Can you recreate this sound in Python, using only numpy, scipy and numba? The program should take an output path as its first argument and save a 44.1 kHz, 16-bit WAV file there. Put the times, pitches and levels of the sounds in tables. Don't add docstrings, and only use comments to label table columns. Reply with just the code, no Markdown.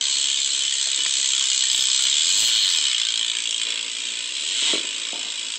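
import sys
import numpy as np
from scipy import signal
from scipy.fft import rfft, irfft, next_fast_len
from scipy.io import wavfile
from scipy.ndimage import uniform_filter1d
from numba import njit

SR = 44100
rng = np.random.default_rng(int(sys.argv[2]) if len(sys.argv) > 2 else 0)


def output_pcm(signal):
    pcm = np.clip(np.atleast_2d(signal).T, -1, 1) * 32767
    wavfile.write(sys.argv[1], SR, np.round(pcm).astype(np.int16))


N = 246078

# lag_teeth, scatter_teeth, near_strength_db, afar_strength_db
PAWLS = [(0.0, .008, -1.5, -7), (.12, 0.03, -9.5, -7.5), (.3, 0.04, -16, -10.5), (.5, 0.13, -16.5, -15)]
# start_s, end_s
DRAWING_BACK_S = (3.65, 4.1)
# swing_db, lead_turns
TURN_SWING = [(0.57, 0.068), (1.2, 0.041), (3, -0.52), (1, -0.19), (.8, -0.49)]


def from_db(db):
    return 10 ** (np.asarray(db) / 20)


def rms_one(x):
    return x / np.sqrt(np.mean(x ** 2) + 1e-20)


def in_time(rows):
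    s, *columns = np.transpose(rows)
    return [np.interp(np.arange(N) / SR, s, column) for column in columns]


def at_hz(points, hz):
    point_hz, value = np.array(points)[:, 0], np.array(points)[:, 1]
    return np.interp(np.log(hz), np.log(point_hz), value)


def ring(clicks, hz, t60):
    r, w = from_db(-60 / (t60 * SR)), 2 * np.pi * hz / SR
    return signal.lfilter([0, np.sin(w)], [1, -2 * r * np.cos(w), r * r], clicks + 1e-18)


@njit
def ring_stepped(clicks, at, pull, r):
    out, last, before = np.zeros(len(clicks)), 0.0, 0.0
    for k in range(len(at) - 1):
        for i in range(at[k], at[k + 1]):
            last, before = clicks[i] + pull[k] * last - r * r * before, last
            out[i] = last
    return out


def even(x):
    power = uniform_filter1d(x ** 2, size=SR // 8, mode="reflect")
    return x / np.sqrt(power + 1e-12)


def room(x, drift_per_s):
    t60_s, onset_s = 0.7, 0.0016
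    t = np.arange(SR // 2) / SR
    tails = rng.standard_normal((2, len(t))) * from_db(-60 * t / t60_s) * np.minimum(t / onset_s, 1)
    tails = tails / np.sqrt(np.sum(tails ** 2, axis=1, keepdims=True))
    size = next_fast_len(N + SR)
    here, there = irfft(rfft(x, size) * rfft(tails, size), size)[:, :N]
    angle = 2 * np.pi * drift_per_s * np.arange(N) / SR
    return here * np.cos(angle) + there * np.sin(angle)


def teeth_passed():
    # time_s, teeth_per_s
    spin = [(0.0, 69.39), (1.0, 67.42), (1.8, 64.63), (2.083, 66.05), (2.277, 86.41), (2.489, 121.8),
            (2.699, 87.71), (2.959, 57.6), (3.15, 55.7), (3.3, 57.73), (3.6, 56.1), (3.9, 57.04),
            (4.08, 59.84), (4.216, 56.82), (4.465, 76.97), (4.673, 158.52), (4.749, 127.3), (4.808, 50.0),
            (5.0, 57.02), (5.3, 54.9), (5.58, 55.51)]
    teeth_before_first_snap = .695
    return np.cumsum(in_time(spin)[0]) / SR - teeth_before_first_snap


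def afar_at(s):
    return np.interp(s, DRAWING_BACK_S, [0, 1])


def turn_db(swing_db, lead_turns):
    start_turns_per_s, slowing_per_s = 3.04, .24
    t = np.arange(N) / SR
    turns = start_turns_per_s * t - slowing_per_s * t ** 2 / 2
    return (1 - afar_at(t)) * swing_db * np.cos(2 * np.pi * (turns + lead_turns))


def snaps(uneven_db):
    teeth = teeth_passed()
    tooth = np.arange(int(teeth[-1]))[:, None]
    lag, scatter, near_db, afar_db = np.transpose(PAWLS)
    chance = rng.standard_normal((len(tooth), 2, len(PAWLS)))
    at = np.interp(tooth + lag + scatter * chance[:, 0], teeth, np.arange(N))
    afar = afar_at(at / SR)
    strength = from_db(near_db + afar * (afar_db - near_db) + uneven_db * chance[:, 1])
    return at.astype(int).ravel(), strength.ravel()


def shell_modes(count):
    # pitch_hz, density_db_per_hz
    shell = [(560, -77.5), (950, -22.5), (1170, -24.5), (1930, -18.5), (2480, -10.5), (2670, -18.5),
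             (2920, 8), (3300, -5.5), (4310, 0), (4680, -15), (5630, -24), (6060, -16), (7700, 2),
             (8060, -8.5), (8600, -10), (11200, -45.5), (18900, -120)]
    # pitch_hz, t60_s
    shell_t60 = [(800, 0.04), (3000, 0.043), (5500, 0.042), (8500, 0.043)]
    hz = np.linspace(900, 8800, count) + rng.uniform(-26.5, 7.6, count)
    t60 = at_hz(shell_t60, hz)
    return np.transpose([hz, at_hz(shell, hz) - 10 * np.log10(t60 / 0.017), t60])


def struck(at, strength, modes, fickle_db, detune, swell=False):
    range_edges_hz = (2800, 3800, 4500, 5600)
    # start_s, end_s
    turning_s = (2.7, 3.45)
    # pitch_hz, change_db
    rim_colour = [(1000, 0), (1550, -2.5), (2000, -1), (2550, 1.5), (3000, 4.5), (3600, 7), (4300, -16.5),
                  (5200, -18), (6150, -2), (7000, -4), (7800, -1), (8600, 4.5)]
    out = np.zeros((len(TURN_SWING), N))
    steps = np.append(np.sort(at), N)
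    chance = rng.standard_normal((len(at), 3, len(modes)))
    height = from_db(np.array(modes)[:, 1])
    share = height * from_db(fickle_db * chance[:, 1])
    share = share * np.sqrt(np.sum(height ** 2) / np.sum(share ** 2, axis=1, keepdims=True))
    turned = np.interp(at / SR, turning_s, [0, 1])
    for k, (hz, _, t60) in enumerate(modes):
        r, w = float(from_db(-60 / (t60 * SR))), 2 * np.pi * hz / SR
        pull = 2 * r * np.cos(w * (1 + detune * chance[:, 2, k]))
        sign = np.sign(chance[:, 0, k])
        colour = from_db(turned * at_hz(rim_colour, hz))
        clicks = np.full(N, 1e-18)
        clicks[at] = np.sin(w) * strength * sign * share[:, k] * colour
        tone = ring_stepped(clicks, steps, pull, r)
        if swell:
            tone = ring_stepped(tone, steps, pull, r) * np.sin(w) * 20 / (t60 * SR)
        out[np.searchsorted(range_edges_hz, hz)] += tone
    return out


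def freehub():
    # low_db (below 2.8 kHz), upper_db (3.8-4.5 kHz), valley_db (4.5-5.6 kHz), treble_db (above)
    hub_level = [(0.0, -26.5, -11, -2, -8, 0), (0.25, -25, -11, -6.5, -9.5, -0.5),
                 (0.5, -26, -11.5, -6, -10, -0.5), (0.9, -26.5, -10.5, -6, -8.5, 0),
                 (1.3, -25, -10.5, -7, -9, 1), (1.8, -23.5, -12.5, -7, -7, -0.5),
                 (2.15, -22.5, -12, -6.5, -9.5, -1), (2.4, -23.5, -10, -5, -6.5, 1),
                 (2.62, -22, -12.5, 2, -13, -5.5), (2.75, -22, -11, -11, -7.5, -3.5),
                 (3.0, -25, -10, -5, -9, -4), (3.25, -23, -13.5, -16, -14.5, -9),
                 (3.4, -31, -3.5, -5.5, -7, 1.5), (3.55, -25.5, -10, -15, -14, -4.5),
                 (3.7, -27, -5, -9, -10.5, -6.5), (3.9, -33.5, -4.5, -6.5, -6, -1),
                 (4.05, -30, -6, -10, -10.5, -3), (4.3, -32.5, -4, -4.5, -7.5, -2.5),
                 (4.55, -27, -8, -6, -10, -2), (4.7, -21, -8, -8, -12, -5),
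                 (4.77, -27, -6, -3, -10.5, -4.5), (4.85, -31, -4, -10, -9.5, -2),
                 (5.2, -31.5, -6.5, -5.5, -8.5, -3.5), (5.58, -32.5, -6.5, -10, -6.5, -2)]
    # time_s, room_db
    room_share = [(0, -7), (1.5, -9.5), (1.8, -8.5), (2.1, -8.5), (2.5, -6.5), (3.1, -11.5), (4.2, -8),
                  (5.58, -9.5)]
    # pitch_hz, level_db, t60_s
    frame = [(959, -36, 0.042), (1566, -38, 0.07), (1800, -33, 0.036), (2497, -22.5, 0.032),
             (3016, -24, 0.038), (3270, -16, .025), (3980, -12.5, .03), (6200, -14, 0.028),
             (6540, -15, 0.046), (7370, -29, 0.02)]
    # pitch_hz, level_db, t60_s of each resonance
    crack = [(1620, -30, 0.0033), (3031, -7, 0.055), (3330, -10, 0.0045), (3750, -1, 0.016),
             (4226, -10, 0.033), (5150, -18.5, 0.005), (6030, -20, 0.035), (6940, -1, 0.0065),
             (7756, -3.5, 0.0078), (8000, -9.5, 0.0081)]
    # pitch_hz, level_db, t60_s
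    tick = [(3020, -9, .009), (3330, -2, .012), (3720, -5, .007), (4200, -8, .006), (6150, -12, .007),
            (7600, -6, .004)]
    level_db, low_db, upper_db, valley_db, treble_db = in_time(hub_level)
    room_db = in_time(room_share)[0]
    at, strength = snaps(uneven_db=1.0)
    parts = struck(at, strength, shell_modes(count=105), fickle_db=7.5, detune=0.01)
    parts = parts + from_db(12.5) * struck(at, strength, frame, fickle_db=2.0, detune=0.0048)
    parts = parts + from_db(14.5) * struck(at, strength, crack, fickle_db=6.0, detune=0.026, swell=True)
    first = slice(None, None, len(PAWLS))
    ticks = struck(at[first], strength[first], tick, fickle_db=2.5, detune=.022, swell=True)
    parts = parts + from_db(23) * ticks
    range_db = (low_db, 0, upper_db, valley_db, treble_db)
    more_room_db = (9.5, 2.5, 8.5, 9, 4.3)
    lowest_hz = (960, 2600, 3260, 4040, 5300)
    out = 0
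    for part, db, wetter_db, bottom_hz, turn in zip(parts, range_db, more_room_db, lowest_hz, TURN_SWING):
        highpass = signal.butter(3, bottom_hz, "high", fs=SR, output="sos")
        direct = even(signal.sosfilt(highpass, part))
        wet = from_db(room_db + wetter_db) * room(direct, drift_per_s=1.3)
        out = out + from_db(level_db + db + turn_db(*turn)) * even(direct + wet)
    return out, at


def rumble():
    # pitch_hz, density_db_per_hz
    spectrum = [(100, 5), (130, -7), (190, -15.5), (240, 5.5), (285, -6), (340, -24), (395, -6.5),
                (470, 6.5), (555, -10.5), (640, -0.5), (720, -10.5), (800, -29), (870, -12), (950, 1.5),
                (1200, -6.5)]
    # time_s, level_db
    noise_level = [(0, -44.5), (1.5, -49), (2.45, -45.5), (2.9, -51), (3.8, -42.5), (4.3, -47.5),
                   (4.7, -41), (4.95, -44.5), (5.58, -45)]
    # pitch_hz, level_db, t60_s
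    hums = [(282.5, -16, 0.2), (335.6, -17, 0.13), (391, -20.5, .14), (556, -14.5, 0.033)]
    flicker_db = 2
    hz = np.maximum(np.arange(N // 2 + 1) * SR / N, 1)
    noise = rms_one(irfft(rfft(rng.standard_normal(N)) * from_db(at_hz(spectrum, hz)), N))
    for pitch, db, t60 in hums:
        noise = noise + from_db(db) * rms_one(ring(rng.standard_normal(N), pitch, t60))
    smooth = uniform_filter1d(rng.standard_normal(N), size=SR // 25)
    flicker = rms_one(uniform_filter1d(smooth, size=SR // 25))
    return from_db(in_time(noise_level)[0]) * rms_one(noise * from_db(flicker_db * flicker))


def blow(s, db, hz, t60):
    click = np.zeros(N)
    click[np.round(np.asarray(s) * SR).astype(int)] = from_db(db) * 10 / (t60 * SR)
    return sum(ring(ring(click, pitch, t60), pitch, t60) for pitch in (hz, hz * 1.15))


def knocks():
    # start_s, level_db, pitch_hz, t60_s, overtone_db
    taps = [(.865, -32.5, 623, 0.036, -11), (1.0625, -8, 2000, 0.0042, 0), (5.1306, -20, 674, 0.0048, -10),
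            (5.142, -32, 603, 0.048, -7)]
    # start_s, level_db
    thuds = [(4.43, -39.5), (4.622, -33.5), (4.7326, -17), (4.752, -22), (4.776, -27.5), (4.80, -33),
             (4.844, -34)]
    # pitch_hz, level_db, t60_s
    thud_modes = [(350, 5.5, 0.031), (530, 3, 0.019), (1150, -1, .01), (1820, -37, .008)]
    overtone_ratio, room_db = 2.1, -16
    thud_s, thud_db = np.transpose(thuds)
    out = sum(blow(thud_s, thud_db + mode_db, hz, t60) for hz, mode_db, t60 in thud_modes)
    for s, db, hz, t60, overtone_db in taps:
        out = out + blow(s, db, hz, t60)
        out = out + blow(s, db + overtone_db, hz * overtone_ratio, t60 / 2)
    return out + from_db(room_db) * room(out, drift_per_s=0.301)


def overload_hiss(at):
    # start_s, end_s, level_db
    bursts = [(1.717, 1.845, -47), (2.02, 2.057, -48), (2.272, 2.778, -51.5), (2.373, 2.5, -45)]
    pulse_t60_s, edge_s, steady_share = .025, 0.0088, 0.27
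    clicks = np.zeros(N)
    clicks[at[::len(PAWLS)]] = 1
    fade = from_db(-60 / (pulse_t60_s * SR))
    pulses = (signal.lfilter([1], [1, -fade], clicks) + steady_share) * rng.standard_normal(N)
    hiss = signal.sosfilt(signal.butter(6, [9700, 17500], "band", fs=SR, output="sos"), pulses)
    t = np.arange(N) / SR
    gate = np.zeros(N)
    for start, end, db in bursts:
        inside_s = np.minimum(t - start, end - t)
        gate += from_db(db) * np.clip(inside_s / edge_s + .5, 0, 1) ** 2
    return gate * even(hiss)


def overload_pops():
    # centre_s, peak_db, direction (+1 or -1)
    gaussians = [(1.747, -28.5, 1), (1.7924, -28, 1), (1.8243, -30, 1), (2.039, -53, 1), (2.3754, -39, 1),
                 (2.3858, -31, 1), (2.406, -33, -1), (2.423, -26.5, -1), (2.4318, -26, 1), (2.441, -25, 1),
                 (2.4484, -31, -1), (2.476, -35, -1), (2.491, -29, 1), (2.5084, -42, 1)]
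    width_s = 0.00017
    t = np.arange(N) / SR
    return sum(np.sign(way) * from_db(db) * np.exp(-((t - s) / width_s) ** 2) for s, db, way in gaussians)


def scuffs():
    # start_s, end_s, first_db, last_db
    spans = [(4.623, 4.729, -49.5, -39), (5.128, 5.314, -44, -53)]
    # pitch_hz, level_db, t60_s
    scuff_modes = [(303, 2.5, 0.041), (403, -1, 0.032), (527, -9, 0.028), (720, 4.5, 0.026),
                   (930, -3, 0.053), (1250, 0, 0.016)]
    grains_per_s = 300
    t = np.arange(N) / SR
    rub = np.zeros(N)
    for hz, db, t60 in scuff_modes:
        grains = (rng.random(N) < grains_per_s / SR) * rng.standard_normal(N)
        rub += from_db(db) * ring(grains, hz, t60)
    press = np.zeros(N)
    for start, end, first_db, last_db in spans:
        press += (t > start) * (t < end) * from_db(np.interp(t, [start, end], [first_db, last_db]))
    return uniform_filter1d(press, size=SR // 100) * rms_one(rub)


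def voice_path(x):
    ceiling, stopband_hz = .45, 9383
    x = x / (1 + np.abs(x / ceiling) ** 4) ** (1 / 4)
    x = signal.sosfilt(signal.butter(8, 165, "high", fs=SR, output="sos"), x)
    return signal.sosfilt(signal.cheby2(14, 60, stopband_hz, fs=SR, output="sos"), x)


def scene():
    hub, at = freehub()
    voiced = voice_path(hub + rumble() + knocks() + scuffs())
    return (voiced + overload_hiss(at) + overload_pops())[None]


def record(dry):
    return signal.sosfilt(signal.cheby2(20, 60, 16000, fs=SR, output="sos"), dry)


dry = scene()
out = record(dry)
output_pcm(out)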